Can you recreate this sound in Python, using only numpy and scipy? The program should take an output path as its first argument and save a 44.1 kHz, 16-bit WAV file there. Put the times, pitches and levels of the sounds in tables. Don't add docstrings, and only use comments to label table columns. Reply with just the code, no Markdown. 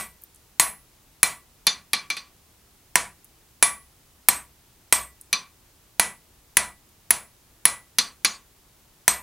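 import sys
import numpy as np
from scipy import signal
from scipy.fft import rfft, irfft
from scipy.io import wavfile

SR = 44100
rng = np.random.default_rng(int(sys.argv[2]) if len(sys.argv) > 2 else 0)


def digitize_waveform(pressure):
    field = np.atleast_2d(pressure).T
    bounded = np.clip(field, -1, 1)
    quanta = np.round(bounded * 32767).astype(np.int16)
    wavfile.write(sys.argv[1], SR, quanta)


N = 406602

# (time [s], force [dB], contact hardness [0-1], hammer tilt [0-1],
# spot from the heel [cm], anvil ring offset [dB])
BLOWS = [ (-.065, 1.5, 0.97, 0.4, 25, 5.5), (0.5973, 1, 0.13, 0.26, 36.4, 2.5),
         (1.2303, 0.5, 0.79, 0.06, 25.5, 2), (2.9558, 1.5, 0, 0.36, 36.5, -7.5),
         (3.626, 1, 0.33, 0.2, 29.8, 6.5), (4.2856, 1.5, 0.67, 1, 34, -2),
         (4.925, 1, 0.71, 0.38, 34.7, 4.5), (5.9965, 1, 0.56, 0.36, 27.9, -3.5),
         (6.5694, 1.5, .55, 0.3, 29.8, -2.5), (7.1064, -2, 0.87, 0.52, 39, -5),
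         (7.6536, -1, 0.95, 0.08, 38.3, -1), (9.0793, 1.5, 0.44, 0.12, 35, -.5)]
# (time [s], force [dB], brightness [dB per octave])
TAPS = [ (1.668, -0.5, -1), (1.9327, -2, -3), (2.1017, -9.5, -6), (2.1673, -15.5, -5), (5.3285, -3.5, -3),
        (7.9848, -0.5, 8.5), (8.2475, -1, 6)]
# (time [s], dry peak [dB], centre [Hz], decay constant [s])
FLAKES = [(0.215, -41, 12000, .002), (0.2205, -31, 14400, .0015), (0.2375, -23.5, 12600, 0.00064),
          (0.346, -40, 9700, 0.0026), (0.359, -39, 9400, 0.0025), (3.245, -31, 11400, 0.0053),
          (5.2116, -29, 10000, 0.0013), (5.216, -46, 9500, 0.0044), (6.891, -44, 10430, 0.0037)]
# (frequency [Hz], t60 [s], level through the bar [dB], level struck bare [dB])
ANVIL_MODES = [ (1030, .15, -42, -39), (1112, .16, -36, -36), (1150, .15, -38, -35), (1970, .25, -30, -34),
               (2334, .105, -31, -20), (2500, .11, -33, -25), (3345, .14, -41, -35), (3572, .15, -36, -23),
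               (4122, .14, -33, -21), (4168, .14, -35, -23.5), (4605, .14, -39, -21.5),
               (4645, .13, -43, -26), (5150, .13, -44, -29), (5636, .18, -39, -46), (6013, .095, -35, -17),
               (6760, .16, -34, -31), (7439, .16, -39, -47), (8185, .12, -22, -29), (8240, .12, -23, -33),
               (8597, .16, -36, -50), (9230, .15, -42, -42), (9997, .14, -23.5, -32),
               (10782, .28, -30.5, -45), (12047, .3, -39.5, -49), (13027, .35, -44, -63),
               (13463, .2, -54, -64), (13689, .27, -53, -68), (14874, .2, -49, -66), (15472, .35, -46, -59)]
# (frequency [Hz], t60 [s])
HAMMER_MODES = [(10285, .02), (12745, .024)]
# (frequency [Hz], t60 [s], relative level [dB])
KNOCK_MODES = [(683, 0.018, -21), (982, 0.047, -16.5), (1570, 0.0094, -21), (1828.5, 0.019, -7),
               (2270, 0.01, -17)]
# (frequency [Hz], t60 [s], relative level [dB])
STAND_MODES = [(61, 0.49, -55.5), (155, 0.083, -40.5), (212, 0.098, -42.5), (348, 0.06, -36.5)]
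# (frequency [Hz], relative spectrum level [dB])
BAR_CRACK = [(40, -3.5), (400, 6), (800, 11.5), (1400, 17.5), (2400, 19), (3000, 14.5), (4500, 12.5),
             (7500, 15.5), (10500, 18.5), (12500, 9), (16000, 3.5)]
FACE_CRACK = [(40, -20), (200, 9.5), (450, 3.5), (1400, 14), (2000, 16.5), (3000, 14), (4500, 17),
              (7500, 3), (10500, 5), (13000, -11.5), (16000, -24.5)]
# (frequency [Hz], level re direct [dB])
SHOP_GAIN = [(60, 2.5), (250, -4.5), (1000, -4), (2000, -10), (5000, -5), (8500, -7.5), (10500, -16.5),
             (15000, -27.5)]
# (frequency [Hz], t60 [s])
SHOP_T60 = [(60, 0.94), (250, 0.46), (1000, .35), (2500, 0.36), (4200, 0.22), (6000, 0.22), (15000, 0.48)]
# (frequency [Hz], relative spectrum level [dB])
FORGE_SPECTRUM = [(12, -27), (20, -2.5), (62, 0.5), (93, -3.5), (123, -4), (176, -9), (380, -11),
                  (524, -16), (916, -15.5), (1560, -19.5), (6840, -21), (15000, -22)]
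# (frequency [Hz], side re mid [dB])
FORGE_SIDE = [(60, -19), (240, -9.5), (950, -6), (3770, -4), (15000, -2.5)]

AGE = np.arange(int(.6 * SR)) / SR

# (soft [dB], hard [dB])
KNOCK_DB = (0, -4)
HEAD_DB = (-17, 4.5)
UPPER_MODE_DB, TILT_GAIN_DB = -16.5, 17
BLOW_STAND_DB, TAP_STAND_DB = 3.5, -3.0
HIGH_MODES_HZ = (6500, 8000)
FACE_WAVE_CM, FACE_WAVE_HZ = 20, 10000
SPOT_SWING_DB = 6.5
TAP_PIVOT_HZ, TAP_SPAN_HZ = 4035, (2300, 6500)
TAP_RING_DB, TAP_RING_SHARE = .5, 0.78
TAP_HEAD_DB, TAP_HEAD_GROWTH = (-6, -15.5), 1.8
SHOP_RESONANCE_HZ, SHOP_RESONANCE_WIDTH_HZ, SHOP_RESONANCE_DB = 1125, 90, 1.5
FORGE_DB = -58
CUTOFF_HZ = 15900


def from_db(db):
    return 10 ** (np.asarray(db) / 20)


def at_hz(points, hz):
    table_hz, value = np.transpose(points)
    return np.interp(np.log(np.maximum(hz, 1)), np.log(table_hz), value)


def dying(t60):
    return from_db(-60 * AGE / t60)


def unit_energy(x):
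    return x / np.sqrt(np.sum(x ** 2))


def butter(sound, order, edges_hz, kind):
    return signal.sosfilt(signal.butter(order, edges_hz, kind, fs=SR, output="sos"), sound)


def spectrum_gain(spectrum, size):
    hz = np.arange(size // 2 + 1) * SR / size
    return from_db(at_hz(spectrum, hz))


def noise(spectrum, size):
    white = rng.standard_normal(size)
    return irfft(rfft(white) * spectrum_gain(spectrum, size), size)


def ring(hz, t60, level_db):
    total = np.zeros(len(AGE))
    for k, (f, t, db) in enumerate(zip(hz, t60, level_db)):
        tone = np.cos(2 * np.pi * f * AGE)
        total += (-1) ** k * from_db(db) * dying(t) * tone
    return total


def add(track, s, sound):
    start = round(s * SR)
    first, last = max(start, 0), min(start + len(sound), N)
    track[first:last] += sound[first - start:last - start]


def shop_echo(early_db=-5.5, early_t60=0.03, build_s=0.0071, fade_s=0.18):
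    edges = np.geomspace(30, 18000, 22)
    swell = (1 - np.exp(-AGE / build_s)) * np.exp(-(AGE / fade_s) ** 4)
    tail = np.zeros(len(AGE))
    for low, high in zip(edges, edges[1:]):
        band = butter(rng.standard_normal(2 * len(AGE)), 2, [low, high], "band")
        settled = band[len(AGE):]
        centre_hz = np.sqrt(low * high)
        share = np.sqrt(2 * (high - low) / SR)
        decay = unit_energy(settled * swell * dying(at_hz(SHOP_T60, centre_hz)))
        tail += share * from_db(at_hz(SHOP_GAIN, centre_hz)) * decay
    resonance = signal.iirpeak(SHOP_RESONANCE_HZ, SHOP_RESONANCE_HZ / SHOP_RESONANCE_WIDTH_HZ, fs=SR)
    tail = tail + from_db(SHOP_RESONANCE_DB) * signal.lfilter(*resonance, tail)
    early = unit_energy(rng.standard_normal(len(AGE)) * dying(early_t60) * (AGE > .0015))
    return tail + from_db(early_db) * butter(early, 2, 1500, "high")


def in_shop(sound, shop, wet_db=0.0):
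    echo = signal.fftconvolve(sound, shop)[:len(AGE)]
    return sound + from_db(wet_db) * echo


def anvil_ring(shop, level_db, ring_share=1, scatter_db=2.5):
    hz, t60, *_ = np.transpose(ANVIL_MODES)
    shift, strength = rng.standard_normal((2, len(hz)))
    tones = ring(hz * (1 + .001 * shift), t60 * ring_share, level_db + scatter_db * strength)
    return in_shop(tones, shop, wet_db=-1.5)


def crack(shop, spectrum, t60, wet_db):
    burst = noise(spectrum, len(AGE)) * unit_energy(dying(t60))
    size = 2 * len(AGE)
    echo = irfft(rfft(shop, size) * spectrum_gain(spectrum, size), size)[:len(AGE)]
    return burst + from_db(wet_db) * echo


def blow(shop, force_db, hardness, tilt, spot_cm, ring_db):
    hz, _, level_db, _ = np.transpose(ANVIL_MODES)
    wave_cm = FACE_WAVE_CM * np.sqrt(FACE_WAVE_HZ / hz)
    belly = np.cos(2 * np.pi * spot_cm / (wave_cm / 2))
    high = np.interp(hz, HIGH_MODES_HZ, (0, 1))
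    anvil = anvil_ring(shop, level_db + ring_db + high * SPOT_SWING_DB * belly)
    knock = from_db(np.interp(hardness, (0, 1), KNOCK_DB)) * ring(*np.transpose(KNOCK_MODES))
    stand = from_db(BLOW_STAND_DB) * ring(*np.transpose(STAND_MODES))
    lower_db = np.interp(hardness, (0, 1), HEAD_DB)
    upper_db = lower_db + UPPER_MODE_DB + TILT_GAIN_DB * tilt
    head = ring(*np.transpose(HAMMER_MODES), (lower_db, upper_db))
    contact = crack(shop, BAR_CRACK, t60=0.014, wet_db=-0.47)
    body = in_shop(knock + stand, shop, wet_db=-1.0)
    return from_db(force_db) * (anvil + contact + body + in_shop(head, shop, wet_db=-5.5))


def forge():
    side_spectrum = [(hz, db + at_hz(FORGE_SIDE, hz)) for hz, db in FORGE_SPECTRUM]
    mid = noise(FORGE_SPECTRUM, N)
    side = noise(side_spectrum, N)
    left_right = mid + side * [[1], [-1]]
    return from_db(FORGE_DB) * left_right / np.std(mid)


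def flake(shop, peak_db, hz, decay_s, width=0.23):
    snaps = rng.standard_normal(len(AGE)) ** 3 * np.exp(-AGE / decay_s)
    edges = np.clip([hz * (1 - width), hz * (1 + width)], 100, .45 * SR)
    tick = butter(snaps + 1e-18, 2, edges, "band")
    return in_shop(from_db(peak_db) * tick / np.abs(tick).max(), shop, wet_db=-3.0)


def tap(shop, force_db, brightness_db):
    hz, _, _, level_db = np.transpose(ANVIL_MODES)
    octaves = np.log2(np.clip(hz, *TAP_SPAN_HZ) / TAP_PIVOT_HZ)
    anvil = anvil_ring(shop, level_db + TAP_RING_DB + brightness_db * octaves, TAP_RING_SHARE)
    stand = from_db(TAP_STAND_DB) * ring(*np.transpose(STAND_MODES))
    contact = crack(shop, FACE_CRACK, t60=0.095, wet_db=-0.5)
    body = in_shop(stand, shop, wet_db=-3.5)
    head = from_db(TAP_HEAD_GROWTH * force_db) * ring(*np.transpose(HAMMER_MODES), TAP_HEAD_DB)
    return from_db(force_db) * (anvil + contact + body) + in_shop(head, shop, wet_db=-13.5)


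def scene():
    work = np.zeros(N)
    for source, table in ((blow, BLOWS), (flake, FLAKES), (tap, TAPS)):
        for s, *settings in table:
            add(work, s, source(shop_echo(), *settings))
    return work + forge()


def record(dry):
    clipped = np.clip(dry, -.95, .95)
    low_pass = signal.ellip(10, .1, 70, CUTOFF_HZ, fs=SR, output="sos")
    return signal.sosfilt(low_pass, clipped)


dry = scene()
out = record(dry)
digitize_waveform(out)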